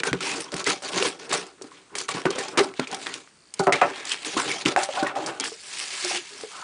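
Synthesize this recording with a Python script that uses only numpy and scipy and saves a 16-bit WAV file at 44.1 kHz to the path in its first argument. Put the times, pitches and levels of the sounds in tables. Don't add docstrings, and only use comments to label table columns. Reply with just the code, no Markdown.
import sys
import numpy as np
from scipy import signal
from scipy.fft import rfft, irfft, next_fast_len
from scipy.io import wavfile

SR = 44100
rng = np.random.default_rng(int(sys.argv[2]) if len(sys.argv) > 2 else 0)


def file_out(sig):
    cols = np.atleast_2d(sig).T
    lim = np.clip(cols, -1, 1)
    pcm = np.round(lim * 32767).astype(np.int16)
    wavfile.write(sys.argv[1], SR, pcm)


def boost_factor(decibels):
    exponent = np.asarray(decibels, float) / 20
    return 10 ** exponent


N = 292543


def rms_one(x):
    return x / np.sqrt(np.mean(x ** 2) + 1e-20)


def in_time(rows):
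    s, *columns = np.transpose(rows)
    return [np.interp(np.arange(N) / SR, s, c) for c in columns]


def drift(rate_hz):
    r = np.exp(-2 * np.pi * rate_hz / SR)
    noise = rng.standard_normal(N + SR)
    return rms_one(signal.lfilter([1], [1, -2 * r, r * r], noise)[SR:])


WANDER_HZ = 12.4


def resonate(x, modes, wander_db=0):
    click = np.arange(SR) == 0
    out, answer = 0, 0
    for k, (hz, width_hz, level_db) in enumerate(modes):
        r = np.exp(-np.pi * width_hz / SR)
        zeros = (-1) ** k * boost_factor(level_db) * (1 - r * r) * np.array([1, 0, -1])
        poles = [1, -2 * r * np.cos(2 * np.pi * hz / SR), r * r]
        grip = rms_one(boost_factor(wander_db * drift(WANDER_HZ))) if np.any(wander_db) else 1
        out = out + signal.lfilter(zeros, poles, x * grip + 1e-18)
        answer = answer + signal.lfilter(zeros, poles, click + 1e-18)
    return out / np.sqrt(np.sum(answer ** 2))


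def slips(per_s, spread_db, clump_db):
    sizes = boost_factor(spread_db * np.minimum(rng.exponential(1, N), 4)) * rng.choice([-1, 1], N)
    happens = rng.random(N) < per_s / SR
    return rms_one(sizes * happens * boost_factor(clump_db))


def rattles(s, levels_db, t60s, first_db, rattle_db=0):
    out, t = np.zeros(N), np.arange(SR // 2) / SR
    for at, level_db, t60 in zip(np.round(s * SR).astype(int), levels_db, t60s):
        shake = rng.standard_normal(len(t)) * boost_factor(-60 * t / np.clip(t60, .005, 1))
        shake[0] = boost_factor(first_db)
        out[at:at + len(t)] += boost_factor(level_db + rattle_db) * shake[:N - at]
    return out


GRIP_DB_PER_S, LET_GO_DB_PER_S = 6008, 598


def rubs(rows):
    t, first, second = np.arange(N) / SR, np.zeros(N), np.zeros(N)
    for s, length, start_db, end_db, over_db in rows:
        end = s + max(length, 1 / 1000)
        span = slice(max(int(s * SR) - SR // 20, 0), int(end * SR) + SR // 4)
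        level_db = np.interp(t[span], [s, end], [start_db, end_db])
        level_db -= GRIP_DB_PER_S * np.maximum(s - t[span], 0)
        level_db -= LET_GO_DB_PER_S * np.maximum(t[span] - end, 0)
        first[span] += boost_factor(2 * level_db)
        second[span] += boost_factor(2 * (level_db + over_db))
    return first, second


# f/Hz, width/Hz, relative level/dB
BOX_MODES = [(135, 40, -13), (185, 30, -9), (285, 50, -4), (335, 40, -3), (385, 28, 1), (470, 50, -4)]
FLAP_MODES = [(578, 32, -1), (660, 40, -6), (711, 25, -2), (778, 30, 1), (865, 45, -3)]
CREASE_MODES = [(975, 105, -1.4), (1105, 73, 1.2), (1189, 88, -0.64), (1327, 50, 2), (1480, 60, -0.9)]
RIB_MODES = [(1626, 93, 1.5), (1832, 98, 0), (2028, 75, -0.5), (2245, 230, -4), (2665, 200, -4.5)]
TAPE_MODES = [(2285, 270, 3.2), (2388, 117, 9.4), (2580, 1050, 2.25), (3260, 210, 8.85), (3545, 820, 1.4)]
FILM_MODES = [(4490, 910, -5), (5455, 884, 0.5), (6100, 2440, -3.5), (7650, 890, -3), (10260, 800, -1)]
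BLADE_MODES = [(2480, 140, 0)]
# rate/(1/s), size spread/dB, mode wander at 2 dB jerk/dB
BODY_SLIPS = [(800, 2.5, 2.4), (1100, 3.5, 2.4), (1800, 3, 2.1), (2600, 2.5, 1.6), (3000, 3, 2),
              (7000, 3.3, 2.6)]
# t/s, clumping/dB
HAND_JERK = [(0, 2), (1.9, 2), (5.5, 2), (5.65, .8), (6.63, .8)]
# t/s, level/dB
BLADE_RASP = [(.2, -75), (.23, -34), (.275, -34), (.35, -37), (.38, -78.5)]
# t/s, length/s, box start level/dB, box end level/dB, flaps over box/dB
CARDBOARD_RUBS = [(0, 0.0036, -28, -39.5, -7), (.035, 0.041, -44, -26.5, -6.5),
                  (.131, 0.059, -30, -49, -18), (.207, 0.19, -36, -38, -5), (.41, 0.12, -45.5, -55.5, -8),
                  (.525, 0.097, -35.5, -36, -2.5), (.667, 0.064, -28, -34, -3.5), (.75, 0.079, -48, -58, 0),
                  (.824, 0.11, -43.5, -42, -1), (.916, 0.06, -41.5, -27.5, -3.5),
                  (.978, 0.089, -37.5, -27, -11), (1.064, 0.14, -38.5, -57, -3.5),
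                  (1.19, 0.11, -45.5, -47, -6), (1.29, 0.026, -42.5, -28, -17),
                  (1.326, 0.22, -27.5, -63.5, -4.5), (1.58, 0.11, -55.5, -54, -18),
                  (1.71, 0.21, -57, -64, -8.5), (1.9, 0.044, -61, -43, -9), (1.955, 0.12, -39, -57, -9),
                  (2.083, 0.09, -44, -38, -5), (2.145, 0.13, -46, -47, -6), (2.256, 0.041, -22, -34, -23),
                  (2.302, 0.1, -43, -35.5, -9), (2.412, 0.11, -43, -50, 1), (2.51, 0.081, -48, -30, -9),
                  (2.576, 0.021, -22, -30, 0.5), (2.61, 0.15, -30, -57.5, -3.5),
                  (2.79, 0.049, -38, -46.5, -0.5), (2.863, 0.08, -50.5, -36.5, -2.5),
                  (2.963, 0.085, -46.5, -53.5, 2.5), (3.062, 0.083, -40.5, -48, -6.5),
                  (3.14, 0.13, -41.5, -69.5, -3.5), (3.55, 0.027, -56, -65, -3),
                  (3.598, 0.029, -31.5, -38, 5), (3.67, 0.012, -30, -28, 3.5), (3.725, 0.088, -29, -42, -2),
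                  (3.816, 0.098, -25.5, -46.5, 3.5), (3.9, 0.15, -48.5, -45.5, 0),
                  (4.07, 0.21, -52.5, -48.5, -6.5), (4.25, 0.14, -50, -44.5, -2.5),
                  (4.372, 0.049, -36, -39, -2), (4.43, 0.12, -40, -38, -1.5), (4.54, 0.14, -44.5, -51, 2),
                  (4.659, 0.083, -31.5, -39, 0.5), (4.765, 0.11, -33, -54.5, 10),
                  (4.93, 0.04, -54, -46, 11), (4.972, .05, -41, -48, 8), (5.026, .02, -36, -40, 4),
                  (5.045, 0.12, -42, -49, 4), (5.158, 0.13, -40.5, -48.5, 7.5), (5.25, 0.18, -38, -48.5, 1),
                  (5.4, 0.077, -44, -45, -4), (5.47, 0.16, -67, -69, -2), (5.63, 0.21, -62, -49, 0.5),
                  (5.86, 0.18, -58.5, -56, 4.5), (6.046, 0.11, -56, -38.5, 1.5), (6.2, 0.056, -53, -61, -4),
                  (6.3, 0.12, -56, -53.5, -3.5), (6.5, 0.098, -61, -53, 5)]
# t/s, length/s, tape start level/dB, tape end level/dB, film over tape/dB
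TAPE_FILM_RUBS = [(0, 0.015, -28, -50, -8), (.035, 0.039, -46, -25.5, -2.5), (.131, 0.071, -43, -50.5, -10),
                  (.207, 0.089, -36, -32, 2.5), (.3, 0.12, -38.5, -44, 7), (.405, 0.12, -42, -60.5, 0),
                  (.52, 0.09, -46, -34, 2), (.645, .02, -35.5, -34, -23), (.667, 0.054, -31, -27.5, -2.5),
                  (.72, 0.12, -39, -57.5, 1.5), (.824, 0.065, -44, -35, 0.5), (.916, 0.061, -44, -25.5, 1),
                  (.978, 0.088, -37, -26, -1), (1.07, 0.12, -31, -60.5, -0.5),
                  (1.19, 0.07, -45.5, -49.5, 0), (1.285, 0.027, -57, -31.5, -15),
                  (1.326, 0.24, -24, -71, -1), (1.618, 0.059, -74, -62, 11), (1.712, 0.23, -51.5, -73, -3),
                  (1.955, 0.058, -45, -39, 5.5), (2.012, 0.035, -46, -48.5, 9),
                  (2.084, 0.033, -36.5, -36.5, 2.5), (2.14, 0.11, -36.5, -50.5, -3),
                  (2.256, 0.019, -48, -40, -19), (2.302, 0.13, -38.5, -41, -11),
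                  (2.412, 0.12, -42.5, -49, 0), (2.576, 0.021, -26, -24.5, -21),
                  (2.607, 0.11, -34.5, -59, 2), (2.74, 0.038, -58, -43, -9), (2.797, 0.044, -45, -38, -25),
                  (2.863, 0.086, -55, -36.5, -20), (2.963, 0.13, -50.5, -44, 2.5),
                  (3.062, 0.085, -39, -44, -6.5), (3.14, 0.045, -37.5, -51.5, 2.5),
                  (3.176, 0.13, -48, -69, 2), (3.54, 0.014, -53, -54, -4), (3.565, 0.033, -50, -49, -2),
                  (3.596, 0.052, -49, -49, 8), (3.67, 0.015, -40, -70, 7), (3.725, 0.13, -28.5, -47.5, -15),
                  (3.815, 0.019, -31, -44.5, -25), (3.84, 0.22, -43, -41.5, -5.5),
                  (4.066, 0.041, -43, -28.5, -2.5), (4.126, 0.073, -34.5, -47.5, -3),
                  (4.19, 0.048, -45.5, -43.5, -1), (4.25, .11, -35.5, -38.5, 1),
                  (4.37, 0.051, -28.5, -35, 1.5), (4.43, 0.1, -38, -31, -2), (4.54, 0.081, -36, -42.5, 4.5),
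                  (4.653, 0.07, -28, -33, -4), (4.763, 0.086, -38.5, -36, 1), (4.86, 0.14, -49, -34, -4),
                  (5.045, 0.062, -44, -43.5, -26), (5.156, 0.22, -42, -47, -4.5),
                  (5.4, 0.058, -40.5, -29.5, -33), (5.46, 0.048, -47, -50.5, 10),
                  (5.52, 0.11, -50, -52, 7.5), (5.63, 0.1, -49, -39, 5), (5.73, 0.088, -38.5, -36, 4.5),
                  (5.82, 0.08, -36, -40, 4), (5.905, 0.138, -37.5, -33, 3.5),
                  (6.046, 0.13, -33, -30.5, 3.5), (6.2, 0.37, -45.5, -46.5, 3.5),
                  (6.55, 0.067, -50.5, -45, 4)]
# t/s, length/s, creases start level/dB, creases end level/dB, ribs over creases/dB
CREASE_RUBS = [(.035, 0.022, -35, -44, 5), (2.089, 0.09, -51, -41, -5), (2.576, 0.022, -27, -30, 0.5),
               (2.8, 0.033, -45, -54, -12), (3.598, 0.033, -39, -55, -20), (3.669, 0.029, -36, -47, -27),
               (3.73, 0.04, -31, -47, 4), (3.816, 0.031, -20, -30.5, 1), (3.88, .17, -50, -54, 10),
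               (4.372, 0.054, -27, -35, -3), (4.765, 0.043, -30, -34, -3), (5.04, 0.066, -31, -35, -7),
               (5.27, 0.048, -34, -42, -6), (6.51, 0.097, -46, -44, -21), (6.62, 0.0092, -41, -22.5, -18)]
CREASES_FROM_BOX_DB, CREASES_FROM_FLAPS_DB, CREASES_FROM_TAPE_DB = -4, -7.5, -11.5
RIBS_FROM_BOX_DB, RIBS_FROM_FLAPS_DB, RIBS_FROM_TAPE_DB = -11.5, -15.5, -8
SCRATCHES_PER_S, SCRATCH_FROM_TAPE_DB, SCRATCH_LOW_HZ, SCRATCH_HIGH_HZ = 450, -8.5, 900, 6000


def handling():
    jerk_db = in_time(HAND_JERK)[0]
    clumps_db = jerk_db * (0.64 * drift(23) + drift(190))
    out = resonate(boost_factor(in_time(BLADE_RASP)[0]) * slips(3000, 1.8, clumps_db), BLADE_MODES)

    box, flaps = rubs(CARDBOARD_RUBS)
    tape, film = rubs(TAPE_FILM_RUBS)
    creases, ribs = rubs(CREASE_RUBS)
    creases = (creases + box * boost_factor(2 * CREASES_FROM_BOX_DB) + flaps * boost_factor(2 * CREASES_FROM_FLAPS_DB)
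               + tape * boost_factor(2 * CREASES_FROM_TAPE_DB))
    ribs = (ribs + box * boost_factor(2 * RIBS_FROM_BOX_DB) + flaps * boost_factor(2 * RIBS_FROM_FLAPS_DB)
            + tape * boost_factor(2 * RIBS_FROM_TAPE_DB))

    bodies = [(BOX_MODES, box), (FLAP_MODES, flaps), (CREASE_MODES, creases),
              (RIB_MODES, ribs), (TAPE_MODES, tape), (FILM_MODES, film)]
    for (modes, power), (per_s, spread_db, wander_db) in zip(bodies, BODY_SLIPS):
        flutter_db = 0.56 * jerk_db * drift(41)
        drive = np.sqrt(power) * slips(per_s, spread_db, clumps_db + flutter_db)
        out = out + resonate(drive, modes, wander_db * jerk_db / 2)

    band = signal.butter(2, [SCRATCH_LOW_HZ, SCRATCH_HIGH_HZ], "band", fs=SR, output="sos")
    scratches = rms_one(signal.sosfilt(band, slips(SCRATCHES_PER_S, 2.5, clumps_db) + 1e-18))
    return out + boost_factor(SCRATCH_FROM_TAPE_DB) * np.sqrt(tape) * (jerk_db / 2) ** 2 * scratches


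CRACK_LOW_CUT_HZ = 690


def cracks(s, level_db):
    u = np.arange(-SR // 1000, SR // 1000 + 1) / SR / 0.0001
    pulse = u * np.exp(-u * u / 2)
    clicks = np.zeros(N)
    clicks[np.round(s * SR).astype(int)] = boost_factor(level_db)
    thin = signal.butter(2, CRACK_LOW_CUT_HZ, "high", fs=SR, output="sos")
    return signal.sosfilt(thin, signal.fftconvolve(clicks, pulse / np.max(pulse), "same") + 1e-18)


# t/s, crack level before low cut/dB, tape drive/dB, film drive/dB, base t60/s
TAPE_FILM_SNAPS = [(0.035, -9.5, -26, -23.5, 0.049), (0.13, -10, -12.5, -23, 0.013),
                   (0.206, -23, -37, -39, 0.031), (0.404, -25, -30, -32, 0.066),
                   (0.519, -30, -31, -28.5, 0.023), (0.541, -18, -28, -26, 0.037),
                   (0.566, -21, -30, -24, 0.024), (0.58, -24, -32, -28, 0.03), (0.597, -31, -28, -27, 0.04),
                   (0.642, -35, -34, -18, 0.016), (0.664, -21, -25, -23, 0.068),
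                   (0.674, -14, -24, -19.5, 0.036), (0.701, -31, -25, -20, 0.043),
                   (0.822, -31, -42, -35, 0.11), (0.983, -28, -15, -33, 0.04),
                   (1.001, -27, -32, -27, 0.018), (1.025, -22, -10.5, -22.5, 0.13),
                   (1.058, -23, -20, -27, 0.061), (1.293, -31, -38, -31, 0.084),
                   (1.314, -16, -22, -39, 0.05), (1.323, -20, -32, -31, 0.069),
                   (1.466, -41, -45, -40, 0.061), (1.62, -44, -62, -31.5, 0.059),
                   (1.953, -23, -16.5, -25, 0.069), (1.984, -22, -35, -19, 0.047),
                   (2.013, -23, -38, -25, 0.04), (2.09, -26, -19, -17, 0.016),
                   (2.218, -23.5, -39, -34, 0.018), (2.256, -8, -38, -31, 0.083),
                   (2.305, -21, -23, -23, 0.048), (2.358, -31, -26, -25, 0.0097),
                   (2.385, -16.5, -33, -26.5, 0.16), (2.484, -30, -50, -27.5, 0.022),
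                   (2.574, -9.5, -33, -20.5, 0.14), (2.739, -33, -29, -45, 0.046),
                   (2.797, -12.5, -13.5, -22, 0.018), (2.874, -38, -39, -36, 0.098),
                   (2.914, -42, -42, -27.5, 0.032), (2.928, -39, -28, -29, 0.04),
                   (2.945, -29, -23.5, -23.5, 0.044), (3.068, -15.5, -19.5, -40, 0.056),
                   (3.14, -28, -14.5, -29, 0.035), (3.275, -39, -43, -64, 0.048),
                   (3.539, -47, -28.5, -24.5, 0.033), (3.593, -37, -35, -23, 0.09),
                   (3.669, -25, -40, -34, 0.022), (3.7239, -7, -14, -18.5, 0.06),
                   (3.733, -22, -9, -35, 0.034), (3.8146, -6, -28, -43, 0.034),
                   (4.053, -37, -37, -24, 0.024), (4.093, -28, -34, -28, 0.04),
                   (4.118, -24, -12.5, -24, 0.11), (4.144, -17, -21, -42, 0.03),
                   (4.248, -32, -23, -47, 0.05), (4.267, -25, -40, -24, 0.031),
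                   (4.373, -31, -35, -32, 0.037), (4.458, -18, -41, -50, 0.044),
                   (4.515, -28, -30, -23, 0.042), (4.659, -30, -6.5, -29, 0.072),
                   (4.762, -28, -39, -23.5, 0.023), (4.833, -15.5, -30, -19, 0.065),
                   (4.843, -22, -33, -42, 0.041), (5.03, -21, -25, -31.5, 0.09),
                   (5.069, -13, -24, -35.5, 0.12), (5.154, -23, -38, -51, 0.041),
                   (5.261, -28, -50, -26, 0.17), (5.399, -25, -34, -13.5, 0.016),
                   (5.407, -40, -22, -18.5, 0.021), (5.439, -13.5, -38, -26.5, 0.22),
                   (6.047, -30, -26, -17.5, 0.031), (6.079, -25, -30, -30, 0.025),
                   (6.148, -23, -28, -28, 0.017), (6.16, -23, -36, -36, 0.022), (6.41, -28, -44, -34, 0.06)]


def snaps():
    s, crack_db, tape_db, film_db, t60 = np.transpose(TAPE_FILM_SNAPS)
    tape = resonate(rattles(s, tape_db, 0.038 * t60, first_db=-3.5), TAPE_MODES)
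    film = resonate(rattles(s, film_db, 0.66 * t60, first_db=8.5), FILM_MODES)
    return cracks(s, crack_db) + tape + film


SPOT_LONGEST_T60_S = 0.04


def struck_spots(s, level_db, spot_hz, t60_s, cycles):
    out, t = np.zeros(N), np.arange(SR // 4) / SR
    for at, db, hz in zip(np.round(s * SR).astype(int), level_db, spot_hz):
        shake = rng.standard_normal(len(t)) * boost_factor(-29.5 - 60 * t / t60_s)
        shake[0] = 1
        ring_t60_s = min(cycles / hz, SPOT_LONGEST_T60_S)
        r, w = boost_factor(-60 / (ring_t60_s * SR)), 2 * np.pi * hz / SR
        ring = signal.lfilter([.5, 0, -.5], [1, -2 * r * np.cos(w), r * r], shake)
        out[at:at + len(t)] += boost_factor(db) * ring[:N - at]
    return out


# t/s, struck spot level/dB, spot f/Hz, box drive/dB, flaps drive/dB
CARDBOARD_KNOCKS = [(0.034, -14.5, 1580, -22.5, -28), (0.1325, -19, 343, -25, -40),
                    (0.54, -42, 410, -44, -48), (0.669, -19, 436, -37, -37), (0.822, -34, 526, -51, -34),
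                    (1.025, -16, 489, -39, -26), (1.326, -13, 1170, -45, -22), (1.614, -30, 389, -40, -40),
                    (1.643, -33.5, 300, -45, -34), (1.717, -37.5, 1080, -54, -64),
                    (1.952, -39, 2080, -50, -28), (2.011, -35, 376, -56, -30),
                    (2.089, -16, 1120, -20.5, -24), (2.148, -21, 265, -23, -42),
                    (2.171, -23, 1100, -43, -35), (2.254, -14, 358, -36, -34), (2.268, -36, 350, -24, -36),
                    (2.307, -27, 520, -22, -28), (2.36, -25, 497, -39, -36),
                    (2.383, -22.5, 520, -22.5, -30), (2.576, -14, 340, -17, -13),
                    (2.605, -12.5, 391, -19, -23), (2.795, -14, 246, -36, -31),
                    (2.872, -22, 2380, -51, -63), (3.062, -25, 1650, -34, -42),
                    (3.275, -48, 1200, -71, -61), (3.596, -23, 388, -43, -20), (3.669, -35, 1070, -34, -16),
                    (3.678, -30, 1020, -25, -15), (3.694, -36, 885, -24, -14.5),
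                    (3.724, -9, 2030, -26, -27), (3.817, -7, 783, -17.5, -3.5),
                    (4.117, -13.5, 2750, -44, -34), (4.367, -16.5, 297, -48, -22),
                    (4.515, -15.5, 2260, -48, -49), (4.658, -17.5, 300, -33, -16),
                    (4.685, -19, 324, -35, -37), (4.763, -17, 1490, -33, -21), (4.781, -25, 830, -36, -35),
                    (4.808, -28, 776, -42, -36), (4.889, -19, 570, -60, -26), (4.973, -32, 840, -38, -16),
                    (5.027, -23, 580, -15, -20), (5.066, -24, 785, -31, -37), (5.168, -22, 780, -23.5, -47),
                    (5.269, -41, 587, -40, -25), (5.519, -30, 454, -65, -55), (6.046, -34, 346, -60, -24.5),
                    (6.062, -36, 357, -45, -41), (6.108, -25, 2820, -51, -24), (6.436, -27, 429, -43, -35)]
# f/Hz, width/Hz, relative level/dB
WALL_MODES = [(306, 82, 0)]
SPOT_SHIVER_T60_S = 0.15


def knocks():
    s, spot_db, spot_hz, box_db, flap_db = np.transpose(CARDBOARD_KNOCKS)
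    t60 = np.full(len(s), SPOT_SHIVER_T60_S)
    short = 0.033 * t60
    spot = struck_spots(s, spot_db, spot_hz, SPOT_SHIVER_T60_S, cycles=21.4)
    wall = resonate(rattles(s, box_db, short, first_db=9.0), WALL_MODES)
    box = resonate(rattles(s, box_db, short, first_db=7.5), BOX_MODES)
    flaps = resonate(rattles(s, flap_db, short, first_db=-2.5), FLAP_MODES)
    creases = resonate(rattles(s, flap_db, 0.38 * t60, first_db=4.0, rattle_db=-11.5), CREASE_MODES)
    return spot + wall + box + flaps + creases


# t/s, peak level/dB, centre f/Hz
BOARD_POPS = [(2.089, -20, 1070), (2.2545, -11, 480), (2.26, -13, 413), (2.797, -16.5, 480),
              (2.8, -26, 476), (3.598, -11, 670), (3.603, -15, 680), (3.67, -10.5, 1140), (3.6728, -6, 865),
              (3.678, -8, 890), (3.695, -11, 890), (3.821, -15, 1100), (3.825, -14, 900), (4.37, -21, 900),
              (4.378, -23, 1090), (4.763, -1, 1190), (4.889, -37, 690), (5.168, -30, 800)]


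def pops():
    half = SR // 200
    out, t = np.zeros(N), np.arange(-half, half + 1) / SR
    for s, peak_db, hz in BOARD_POPS:
        u, at = t * 2 * np.pi * hz, round(s * SR)
        out[at - half:at + half + 1] += boost_factor(peak_db) * u * np.exp((1 - u * u) / 2)
    return out


# t/s, length/s, f/Hz, start level/dB, end level/dB
PANEL_SINGS = [(.07, 0.016, 440, -27, -40), (0.073, 0.017, 1520, -29, -32), (.135, 0.034, 174, -30, -41),
               (0.27, 0.0073, 953, -32, -37), (0.667, 0.017, 2050, -21, -33), (.858, .012, 4400, -34, -42),
               (2.262, 0.026, 371, -22, -34), (2.255, 0.019, 884, -29, -41), (2.39, .025, 1855, -32, -38),
               (2.579, 0.015, 382, -22, -28), (2.602, .008, 385, -19, -24), (2.645, 0.1, 386.4, -32, -49),
               (2.801, 0.034, 1400, -32, -46), (3.071, .04, 1930, -39, -46), (3.6, 0.04, 388, -24.5, -29.5),
               (3.602, 0.049, 1320, -39, -44), (3.673, 0.042, 385.3, -20, -33),
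               (3.671, 0.071, 706, -19.5, -29), (3.671, 0.04, 580, -25, -34), (3.663, .045, 1310, -35, -28),
               (3.67, 0.021, 1010, -29, -38), (3.727, 0.04, 2245, -24, -32.5),
               (3.826, 0.023, 576, -13.5, -39), (3.821, .04, 759, -21, -34), (3.821, 0.02, 850, -22, -37),
               (3.821, 0.034, 1210, -40, -32), (3.819, 0.022, 2540, -22, -39),
               (4.113, .015, 3060, -26, -37), (4.264, 0.035, 319, -39, -46), (4.368, 0.016, 291, -29, -42),
               (4.369, 0.011, 1117, -20, -40), (4.503, 0.016, 2290, -26.5, -32),
               (4.657, 0.024, 309, -21.5, -31), (4.77, 0.022, 772, -14.5, -32),
               (4.77, 0.026, 568, -29, -38), (4.805, 0.009, 793, -25, -38), (4.891, .02, 567, -32, -39),
               (4.975, 0.052, 783, -27, -33), (4.975, 0.023, 583, -34, -36), (4.965, .015, 1025, -30, -33),
               (5.028, .02, 577, -32, -34.5), (5.03, 0.02, 325, -30, -46), (5.033, 0.015, 1480, -22, -49),
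               (5.066, 0.011, 1870, -23.5, -34), (5.164, 0.028, 775, -25, -38),
               (5.166, .035, 582, -30, -44), (5.202, 0.045, 324, -36.5, -39),
               (6.042, 0.057, 357.3, -35, -40.5), (6.081, 0.1, 2780, -47, -32.5),
               (6.134, 0.063, 353.6, -36.5, -41), (6.311, 0.044, 419, -49, -51),
               (6.436, 0.031, 429, -39, -50), (6.53, 0.065, 1260, -50, -51)]
SING_WIDTH_SHARE = 0.089
SING_TONE_SHARE = 0.71
SING_WAVER_MS, SING_WAVER_HZ = 0.31, 29.5


def singing():
    rough = slips(2500, 1.2, 0)
    waver_s = SING_WAVER_MS / 1000 * drift(SING_WAVER_HZ)
    out = 0
    for s, length, hz, start_db, end_db in PANEL_SINGS:
        width_hz = SING_WIDTH_SHARE * hz
        mode = [(hz, width_hz, 0)]
        level = np.sqrt(rubs([(s, length, start_db, end_db, 0)])[0])
        tone = level * np.sin(2 * np.pi * hz * (np.arange(N) / SR - s + waver_s))
        shiver = resonate(resonate(level * rough, mode), mode) * np.sqrt(np.pi * width_hz / SR)
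        out = out + np.sqrt(2 * SING_TONE_SHARE) * tone + np.sqrt(1 - SING_TONE_SHARE) * shiver
    return out


# t/s, drive/dB
DESK_THUMPS = [(0.114, -19.5), (0.129, -21), (0.539, -27), (0.665, -46), (0.979, -40), (1.019, -43),
               (1.322, -38), (2.15, -26.5), (2.253, -26), (2.576, -27.5), (2.795, -32.5), (3.594, -23),
               (3.669, -31), (3.816, -35), (4.366, -44), (4.657, -25.5), (4.764, -38), (5.026, -32)]
# f/Hz, width/Hz, relative level/dB
DESK_MODES = [(40, 60, -16), (137, 24, 0), (185, 26, -2)]


def thumps():
    s, drive_db = np.transpose(DESK_THUMPS)
    t60 = np.full(len(s), .08)
    return resonate(rattles(s, drive_db, t60, first_db=29.5, rattle_db=-10.5), DESK_MODES)


ROOM_LOW_T60_S, ROOM_DB, WALL_CUT_HZ = 0.11, -14.5, 1400


def room(x):
    size = next_fast_len(N + SR)
    w = 2 * np.pi * np.arange(size // 2 + 1) / size
    dull = 1 / (1 + 1j * w * SR / (2 * np.pi * WALL_CUT_HZ))
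    answer = 0
    for k, lag in enumerate(rng.uniform(0.0074, 0.032, size=10) * SR):
        trip = boost_factor(-60 * lag / SR / ROOM_LOW_T60_S) * dull * np.exp(-1j * w * lag)
        answer = answer + (-1) ** k * trip / (1 - trip)
    return irfft(rfft(x, size) * answer, size)[:N]


# f/Hz, relative density/dB
HISS_SPECTRUM = [(18, -15), (30, -6), (284, -1), (754, -8), (1230, -6), (3520, -10), (5870, -11),
                 (9570, -10), (10300, -17), (13400, -47), (22000, -120)]
HISS_RMS_DB = -58.5


def hiss():
    hz, level_db = np.transpose(HISS_SPECTRUM)
    log_hz = np.log(np.arange(1, N // 2 + 2) * SR / N)
    shape = boost_factor(np.interp(log_hz, np.log(hz), level_db))
    return boost_factor(HISS_RMS_DB) * rms_one(irfft(rfft(rng.standard_normal(N)) * shape, N))


# t/s, level/dB
TICK_LEVEL = [(3.22, -91), (3.27, -73), (3.42, -64), (3.51, -61), (3.53, -91)]
TICKS_PER_S, TICK_HZ, TICK_WIDTH_HZ = 60, 4600, 500


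def ticking():
    clicks = np.diff(np.floor(np.arange(N + 1) * TICKS_PER_S / SR + .7))
    mode = [(TICK_HZ, TICK_WIDTH_HZ, 0)]
    return boost_factor(in_time(TICK_LEVEL)[0]) * rms_one(resonate(resonate(clicks, mode), mode))


def scene():
    near = handling() + snaps() + knocks() + pops() + singing() + thumps()
    mono = near + boost_factor(ROOM_DB) * room(near) + hiss() + ticking()
    return np.tile(mono, (2, 1))


def top_cut(x):
    return signal.sosfilt(signal.butter(12, 11040, fs=SR, output="sos"), x)


def record(dry):
    thin = signal.sosfilt(signal.butter(2, 60, "high", fs=SR, output="sos"), dry)
    rounded = .9 * np.tanh(thin / .9)
    steep = signal.cheby2(16, 60, 10454.5, fs=SR, output="sos")
    return top_cut(signal.sosfilt(steep, rounded))


dry = scene()
out = record(dry)
file_out(out)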